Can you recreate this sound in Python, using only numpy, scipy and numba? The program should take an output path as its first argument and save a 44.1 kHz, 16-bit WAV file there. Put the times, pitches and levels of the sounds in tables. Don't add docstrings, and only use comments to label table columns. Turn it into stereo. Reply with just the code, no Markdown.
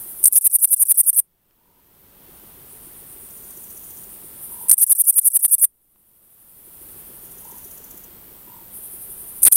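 import sys
import numpy as np
from scipy import signal
from scipy.fft import rfft, irfft
from scipy.io import wavfile
from scipy.ndimage import uniform_filter1d
from numba import njit

SR = 44100
rng = np.random.default_rng(int(sys.argv[2]) if len(sys.argv) > 2 else 0)


def wrap_up_sound(samples):
    columns = np.atleast_2d(samples).T
    tamed = np.clip(columns, -1, 1)
    steps = np.round(tamed * 32767).astype(np.int16)
    wavfile.write(sys.argv[1], SR, steps)


N = 421596
TIME = np.arange(N) / SR
FREQS = np.maximum(np.fft.rfftfreq(N, 1 / SR), 1)

# first_syllable_end_s, period_s, last_syllable_delay_s, level_db
NEAR_CHIRPS = [(0.3882, .0896, .0085, -0.5), (4.8434, .0887, .0135, 0), (9.588, .089, .01, 20.5)]
# start_s, end_s, level_db, attack_s
WING_JERKS = [(.239, 0.251, -4, 0.00086), (.255, .266, 9.5, 0.003), (.268, .287, 10, 0.0014),
              (4.6943, 4.707, -1, 0.0024), (4.712, 4.723, 10.5, 0.0039), (4.724, 4.744, 12, 0.0038),
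              (9.4305, 9.444, -0.5, 0.00089), (9.4497, 9.46, 6, .002), (9.4613, 9.486, 22.5, 0.019)]
# delay_s, length_s, level_db, pitch_ratio
OPENING_SCUFFS = [(-.0005, .0115, 2.1, 1.02), (0.013, .006, -1, 0.87), (.02, .008, -0.5, 1.03)]
# frequency_hz, level_db
WING_SPECTRUM = [(50, -66.5), (500, -35), (3500, -42.5), (5500, -39), (7200, -30), (8000, -15.5),
                 (8700, -4.5), (9400, 2.5), (10300, -1), (11200, -4.5), (12000, -2), (13100, -5.5),
                 (14400, -10.5), (15800, -19)]
# frequency_hz, level_db
RUB_SPECTRUM = [(2500, -66), (4400, -6.5), (5600, 13.5), (7000, 5), (9000, -13.5)]
# frequency_hz, left_lead_rad
MIC_PHASE = [(7500, -0.81), (10400, .15), (11700, -0.18), (13500, -0.83), (15000, 0.83)]
# frequency_hz, left_minus_right_db
MIC_BALANCE = [(8000, -1.5), (11000, -1), (14000, .4)]
# time_s, level_db
HARD_SNAPS = [(.465, -15.5), (.645, -12.5), (.917, -11.5), (1.003, -22), (1.19, -20), (4.92, -14.5),
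              (5.187, -13), (5.367, -16.5), (5.45, -11), (5.642, -8.5), (9.465, -14.5), (9.473, -3),
              (9.481, -3)]
# frequency_hz, level_db
SNAP_SPECTRUM = [(60, 5), (400, 5), (4500, 5.5), (8000, -19.5)]
# first_s, last_s, period_s, level_db, treble_tilt_db_per_octave
ANSWERING_CHIRPS = [(.02, .905, .0885, -31, 10), (2.36, 2.6, .125, -51, -8), (2.73, 2.988, .13, -42.5, -14),
                    (3.11, 4.385, .127, -41, -23), (4.444, 5.433, .089, -30.5, 10),
                    (5.751, 7.738, .083, -39, 12), (8.763, 9.558, .0885, -32, 11)]
# time_s, level_db
BUZZ_LEVELS = [(0, -34.5), (1.4, -44), (2.3, -43.5), (3.2, -38.5), (4.2, -37.5), (5.8, -37.5), (7, -39.5),
               (7.8, -41.5), (8.3, -40), (9.5, -38.5)]
# frequency_hz, level_db
BUZZ_SPECTRUM = [(6500, -28.5), (8400, -12), (10500, -12.5), (12000, -4), (13000, -6), (14700, -1.5),
                 (15800, -9.5)]
# first_s, last_s, period_s, level_db
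GRASSHOPPER_VERSES = [(3.31, 4.041, .0665, -36.5), (7.254, 8.043, .0657, -36.5)]
# frequency_hz, level_db
LEG_SPECTRUM = [(4000, -31), (5400, -11.5), (5900, -4), (7000, -4), (7800, -4.5), (10000, -1), (12300, 7.5),
                (15800, 1.5)]
# frequency_hz, width_hz, lift_db
GRASSHOPPER_RINGS = [(5960, 180, 7.5), (6550, 100, 7), (6980, 120, 9)]
# start_s, end_s, level_db
BIRD_CALLS = [(1.58, 1.82, -56.5), (4.51, 4.687, -51), (7.435, 7.585, -51.2), (8.472, 8.61, -51.2)]
# time_s, level_db
DRY_TICKS = [(1.51, -36.5), (5.96, -34)]
# frequency_hz, level_db
STEM_SPECTRUM = [(300, 8), (1500, 1), (4000, -9), (9000, -15)]
# first_s, last_s, period_s
LENS_RUNS = [(0.062, .21, .15), (2.294, 3.169, .1455), (3.241, 4.248, .167), (4.508, 4.646, .14),
             (6.677, 8.091, .142), (8.328, 9.238, .152)]
# frequency_hz, level_db
AIR_SPECTRUM = [(15, -26.5), (25, 0.5), (150, -2.5), (194, -0.5), (264, -5), (394, -4.5), (476, -7.5),
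                (662, -10.5), (879, -10), (2260, -17.5), (3370, -15.5), (3700, -18.5), (7000, -22.5),
                (9100, -56.5), (15400, -120)]
# frequency_hz, correlation
AIR_CORRELATION = [(60, .3), (600, 0.39), (3000, 0)]
# frequency_hz, level_db
CIRCUIT_SPECTRUM = [(20, 2), (90, -7), (300, -14.5), (2000, -38)]

OPENING_S = .029


def near_cricket(rebound=0.5, rebound_s=.00026, rub_db=-28):
    times, sizes, pitches = np.transpose(jerks() + wing_beats())
    pitches = np.round(pitches * 32) / 32
    rebounds = times + rebound_s * np.exp(.3 * rng.standard_normal(len(times)))
    direct = 0
    for pitch in np.unique(pitches):
        sizes_at_pitch = sizes * (pitches == pitch)
        strikes = sum(share * np.bincount((t * SR).astype(int), sizes_at_pitch, N)[:N]
                      for t, share in [(times, 1), (rebounds, rebound)])
        direct = direct + signal.oaconvolve(strikes[None], wing_ring(pitch), axes=1)[:, :N]
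    _, starts, _, open_db, _ = np.transpose(syllables())
    jerk_start, jerk_end, jerk_db, _ = np.transpose(WING_JERKS)
    rubbing = swells(starts + OPENING_S / 2, 0.52 * undb(open_db / 3), width_s=0.011)
    rubbing += swells((jerk_start + jerk_end) / 2, .17 * undb(jerk_db / 2), width_s=0.0041)
    direct = direct + undb(rub_db) * rubbing * noise(across(RUB_SPECTRUM), correlation=1.0)
    return direct + grass(direct, t60_s=0.014, db=-13.5) + grass(direct, t60_s=0.13, db=-28.0)


def syllables(count=10, length_s=.0735, hurry_s=.01, growth_db=0.3):
    rows = []
    for first_end, period, hesitation, db in NEAR_CHIRPS:
        for k in range(count):
            first, last = k == 0, k == count - 1
            end = first_end + k * period + last * hesitation
            start = end - length_s + hurry_s * np.exp(-k / 1.9)
            effort_db = db - 0.32 * (-1) ** k
            open_db = effort_db + 0.35 + first * 1.5 + last * 4
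            close_db = effort_db + 21 + k * growth_db
            if start < N / SR:
                rows.append((k, start, end, open_db, close_db))
    return rows


def wing_beats(scuff_scatter_s=0.00035, scuff_scatter_db=1.4, close_scatter_db=1.0, hold_s=.0175):
    teeth = []
    for k, start, end, open_db, close_db in syllables():
        if k == 0:
            teeth += catch(start, open_db)
        for delay, length, db, pitch in OPENING_SCUFFS:
            late, hard = rng.standard_normal(2)
            at = start + delay + scuff_scatter_s * late
            scuff_db = open_db + db + scuff_scatter_db * hard
            teeth += stroke(at, at + length, scuff_db, tooth_ms=[0.37], pitch=[pitch],
                            attack_s=.001, release_s=0.001, jitter=.22, scatter_db=1.3)
        closes = start + OPENING_S
        swell_s = max(end - closes - hold_s, .002)
        rasp_db = close_db + close_scatter_db * rng.standard_normal()
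        teeth += stroke(closes, end, rasp_db, tooth_ms=[.85, 1.45, 1.3, .82, 0.96], pitch=[1.074, 0.98],
                        attack_s=swell_s, release_s=0.0049, jitter=.2, scatter_db=0.82)
    return teeth


def jerks(per_chirp=3, teeth_per_jerk=26):
    teeth = []
    for k, (start, end, db, attack_s) in enumerate(WING_JERKS):
        if k % per_chirp == 0:
            teeth += catch(start, db)
        gap_ms = 1000 * (end - start) / teeth_per_jerk
        teeth += stroke(start, end, db, tooth_ms=[gap_ms], pitch=[.98],
                        attack_s=attack_s, release_s=0.0047, jitter=.25, scatter_db=2.5)
    return teeth


def catch(stroke_start, stroke_db, lead_s=.0105, length_s=.008, softer_db=13.5):
    start = stroke_start - lead_s
    return stroke(start, start + length_s, stroke_db - softer_db, tooth_ms=[.9], pitch=[.97],
                  attack_s=.002, release_s=0.0015, jitter=.25, scatter_db=3.5)


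def stroke(start, end, db, tooth_ms, pitch, attack_s, release_s, jitter, scatter_db, bend=0.61):
    teeth, t = [], start
    for late, hard in rng.standard_normal((256, 2)):
        if t >= end:
            break
        gap = np.interp(t, np.linspace(start, end, len(tooth_ms)), tooth_ms) / 1000
        ratio = np.interp(t, np.linspace(start, end, len(pitch)), pitch)
        pressure = min(1, (t - start + gap) / attack_s, (end - t) / release_s) ** bend
        teeth.append((t, pressure * undb(db + scatter_db * hard), ratio))
        t += gap * np.exp(jitter * late)
    return teeth


def wing_ring(pitch, size=512):
    freqs = np.maximum(np.fft.rfftfreq(size, 1 / SR), 1)
    cepstrum = irfft(np.log(undb(across(WING_SPECTRUM, freqs / pitch))))
    cepstrum[1:size // 2] *= 2
    cepstrum[size // 2 + 1:] = 0
    response = np.exp(rfft(cepstrum))
    leftward = undb(across(MIC_BALANCE, freqs) / 2) * np.exp(.5j * across(MIC_PHASE, freqs))
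    ring = irfft([response * leftward, response / leftward])
    return np.roll(ring, 10, axis=1) / np.abs(irfft(response)).max()


def wing_snaps(lead_s=.01, scatter_s=.002, softer_db=41):
    faint = [(end - lead_s + scatter_s * rng.standard_normal(), close_db - softer_db)
             for _, _, end, _, close_db in syllables() if end < N / SR]
    times, db = np.transpose(HARD_SNAPS + faint)
    cracks = swells(times, undb(db), width_s=0.0025)
    return cracks * noise(across(SNAP_SPECTRUM), correlation=0.83) * pan(-2)


def answering_crickets(tilt_above_hz=9400):
    chirps = 0
    for first, last, period, db, tilt_db in ANSWERING_CHIRPS:
        throbs = swells(beats(first, last, period), 1.0, width_s=0.3 * period)
        colour_db = across(WING_SPECTRUM) + tilt_db * np.log2(np.maximum(FREQS / tilt_above_hz, 1))
        chirps = chirps + undb(db) * throbs * noise(colour_db, correlation=0.18)
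    return chirps * pan(-1.2)


def buzzing_crickets(wing_hz=105.0, depth=0.17, waver=0.0083):
    phase = 2 * np.pi * np.cumsum(wing_hz * (1 + waver * walk(8.3))) / SR
    pulsing = 1 + depth * (np.cos(phase) + .55 * np.cos(2 * phase))
    db = np.interp(TIME, *np.transpose(BUZZ_LEVELS)) + 0.34 * walk(12)
    return undb(db) * pulsing * noise(across(BUZZ_SPECTRUM)) * pan(-1.7)


def grasshopper(rise_db=6):
    strokes = 0
    for first, last, period, db in GRASSHOPPER_VERSES:
        times = beats(first, last, period)
        growth = np.minimum(np.linspace(-1, 1, len(times)), 0)
        sizes = undb(db + rise_db * growth)
        ticks = swells(times, sizes, width_s=0.0038)
        hiss_between = 0.27 * swells(times - period / 2, sizes, width_s=0.042)
        strokes = strokes + ticks + hiss_between
    rings_db = sum(db / (1 + (2 * (FREQS - hz) / width) ** 2) for hz, width, db in GRASSHOPPER_RINGS)
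    return strokes * noise(across(LEG_SPECTRUM) + rings_db, correlation=0.053)


def far_bird(pitch_hz=955, roll_hz=44, sharpness=1.9, waver=0.033):
    calls = sum(undb(db) * uniform_filter1d(1. * ((TIME > start) & (TIME < end)), size=1500)
                for start, end, db in BIRD_CALLS)
    roll = np.exp(sharpness * np.cos(2 * np.pi * roll_hz * TIME))
    tone = np.sin(2 * np.pi * np.cumsum(pitch_hz * (1 + waver * walk(150))) / SR)
    direct = calls * unit(roll * tone) * pan(-1.4)
    return direct + grass(direct, t60_s=.18, db=-4)


def dry_stems():
    times, db = np.transpose(DRY_TICKS)
    return swells(times, undb(db), width_s=0.00088) * noise(across(STEM_SPECTRUM), correlation=0.51)


def lens_motor(body_hz=370, db=-48, scatter_s=.004):
    times = np.concatenate([beats(*run) for run in LENS_RUNS])
    times = times + scatter_s * rng.standard_normal(len(times))
    taps = swells(times, 0.95, width_s=0.0036)
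    step_times = beats(0, N / SR, 0.1)
    steps = 0.18 * swells(step_times, rng.random(len(step_times)), width_s=0.0049)
    body = np.sin(2 * np.pi * np.cumsum(body_hz * (1 + .12 * walk(500))) / SR)
    return undb(db) * (taps + steps) * unit(body) * pan(-9)


def meadow_air(db=-49.5):
    return undb(db + .5 * walk(4)) * noise(across(AIR_SPECTRUM), across(AIR_CORRELATION)) * pan(-0.26)


def grass(sound, t60_s, db):
    t = TIME[:SR // 4]
    tail = rng.standard_normal((2, len(t))) * np.exp(-np.log(1000) * t / t60_s) * (t > .0004)
    tail *= undb(db) / np.sqrt(np.sum(tail ** 2, axis=1, keepdims=True))
    return signal.fftconvolve(sound, tail, axes=1)[:, :N]


def undb(db):
    return 10 ** (np.asarray(db) / 20)


def unit(x):
    return x / np.sqrt(np.mean(x ** 2))


def across(points, freqs=FREQS):
    hz, value = np.transpose(points)
    return np.interp(np.log(freqs), np.log(hz), value)


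def noise(spectrum_db, correlation=0):
    mid, side = rfft(rng.standard_normal((2, N))) * undb(spectrum_db)
    mid, side = mid * np.sqrt(1 + correlation), side * np.sqrt(1 - correlation)
    return unit(irfft([mid + side, mid - side], N))


def pan(db):
    return undb(np.array([[db], [-db]]) / 2)


def walk(rate_hz):
    knots = np.arange(0, N / SR + 1, 1 / rate_hz)
    return np.interp(TIME, knots, rng.standard_normal(len(knots)))


def swells(times, sizes, width_s):
    marks = np.zeros(N)
    np.add.at(marks, np.clip((np.asarray(times) * SR).astype(int), 0, N - 1), sizes)
    bell = signal.windows.gaussian(SR // 4, width_s * SR)
    return signal.fftconvolve(marks, bell, "same")


def beats(first, last, period):
    return np.linspace(first, last, int(round((last - first) / period)) + 1)


@njit
def gain_control(over_db, attack, release_db):
    gains_db, gain_db = np.empty(len(over_db)), 0.
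    for i in range(len(over_db)):
        excess_db = over_db[i] + gain_db
        if excess_db > 0:
            gain_db -= attack * excess_db
        else:
            gain_db = min(gain_db + release_db, 0.)
        gains_db[i] = gain_db
    return gains_db


def scene():
    close = near_cricket() + wing_snaps()
    distant = answering_crickets() + buzzing_crickets() + grasshopper() + far_bird()
    return close + distant + dry_stems() + lens_motor() + meadow_air()


def record(dry, ceiling_db=-2.0, attack_s=0.00064, release_db_per_s=22, circuit_db=-70, top_hz=15750):
    over_db = 20 * np.log10(np.abs(dry).max(axis=0) + 1e-9) - ceiling_db
    gain_db = gain_control(over_db, 1 / (attack_s * SR), release_db_per_s / SR)
    driven = dry * undb(gain_db)
    clipped = np.clip(driven, -1, 1)
    clipped = clipped - 0.082 * np.abs(driven - clipped)
    rumble = undb(circuit_db) * noise(across(CIRCUIT_SPECTRUM), correlation=0.32)
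    lowpass = signal.ellip(10, .2, 70, top_hz, fs=SR, output="sos")
    return signal.sosfilt(lowpass, clipped + rumble)


dry = scene()
out = record(dry)
wrap_up_sound(out)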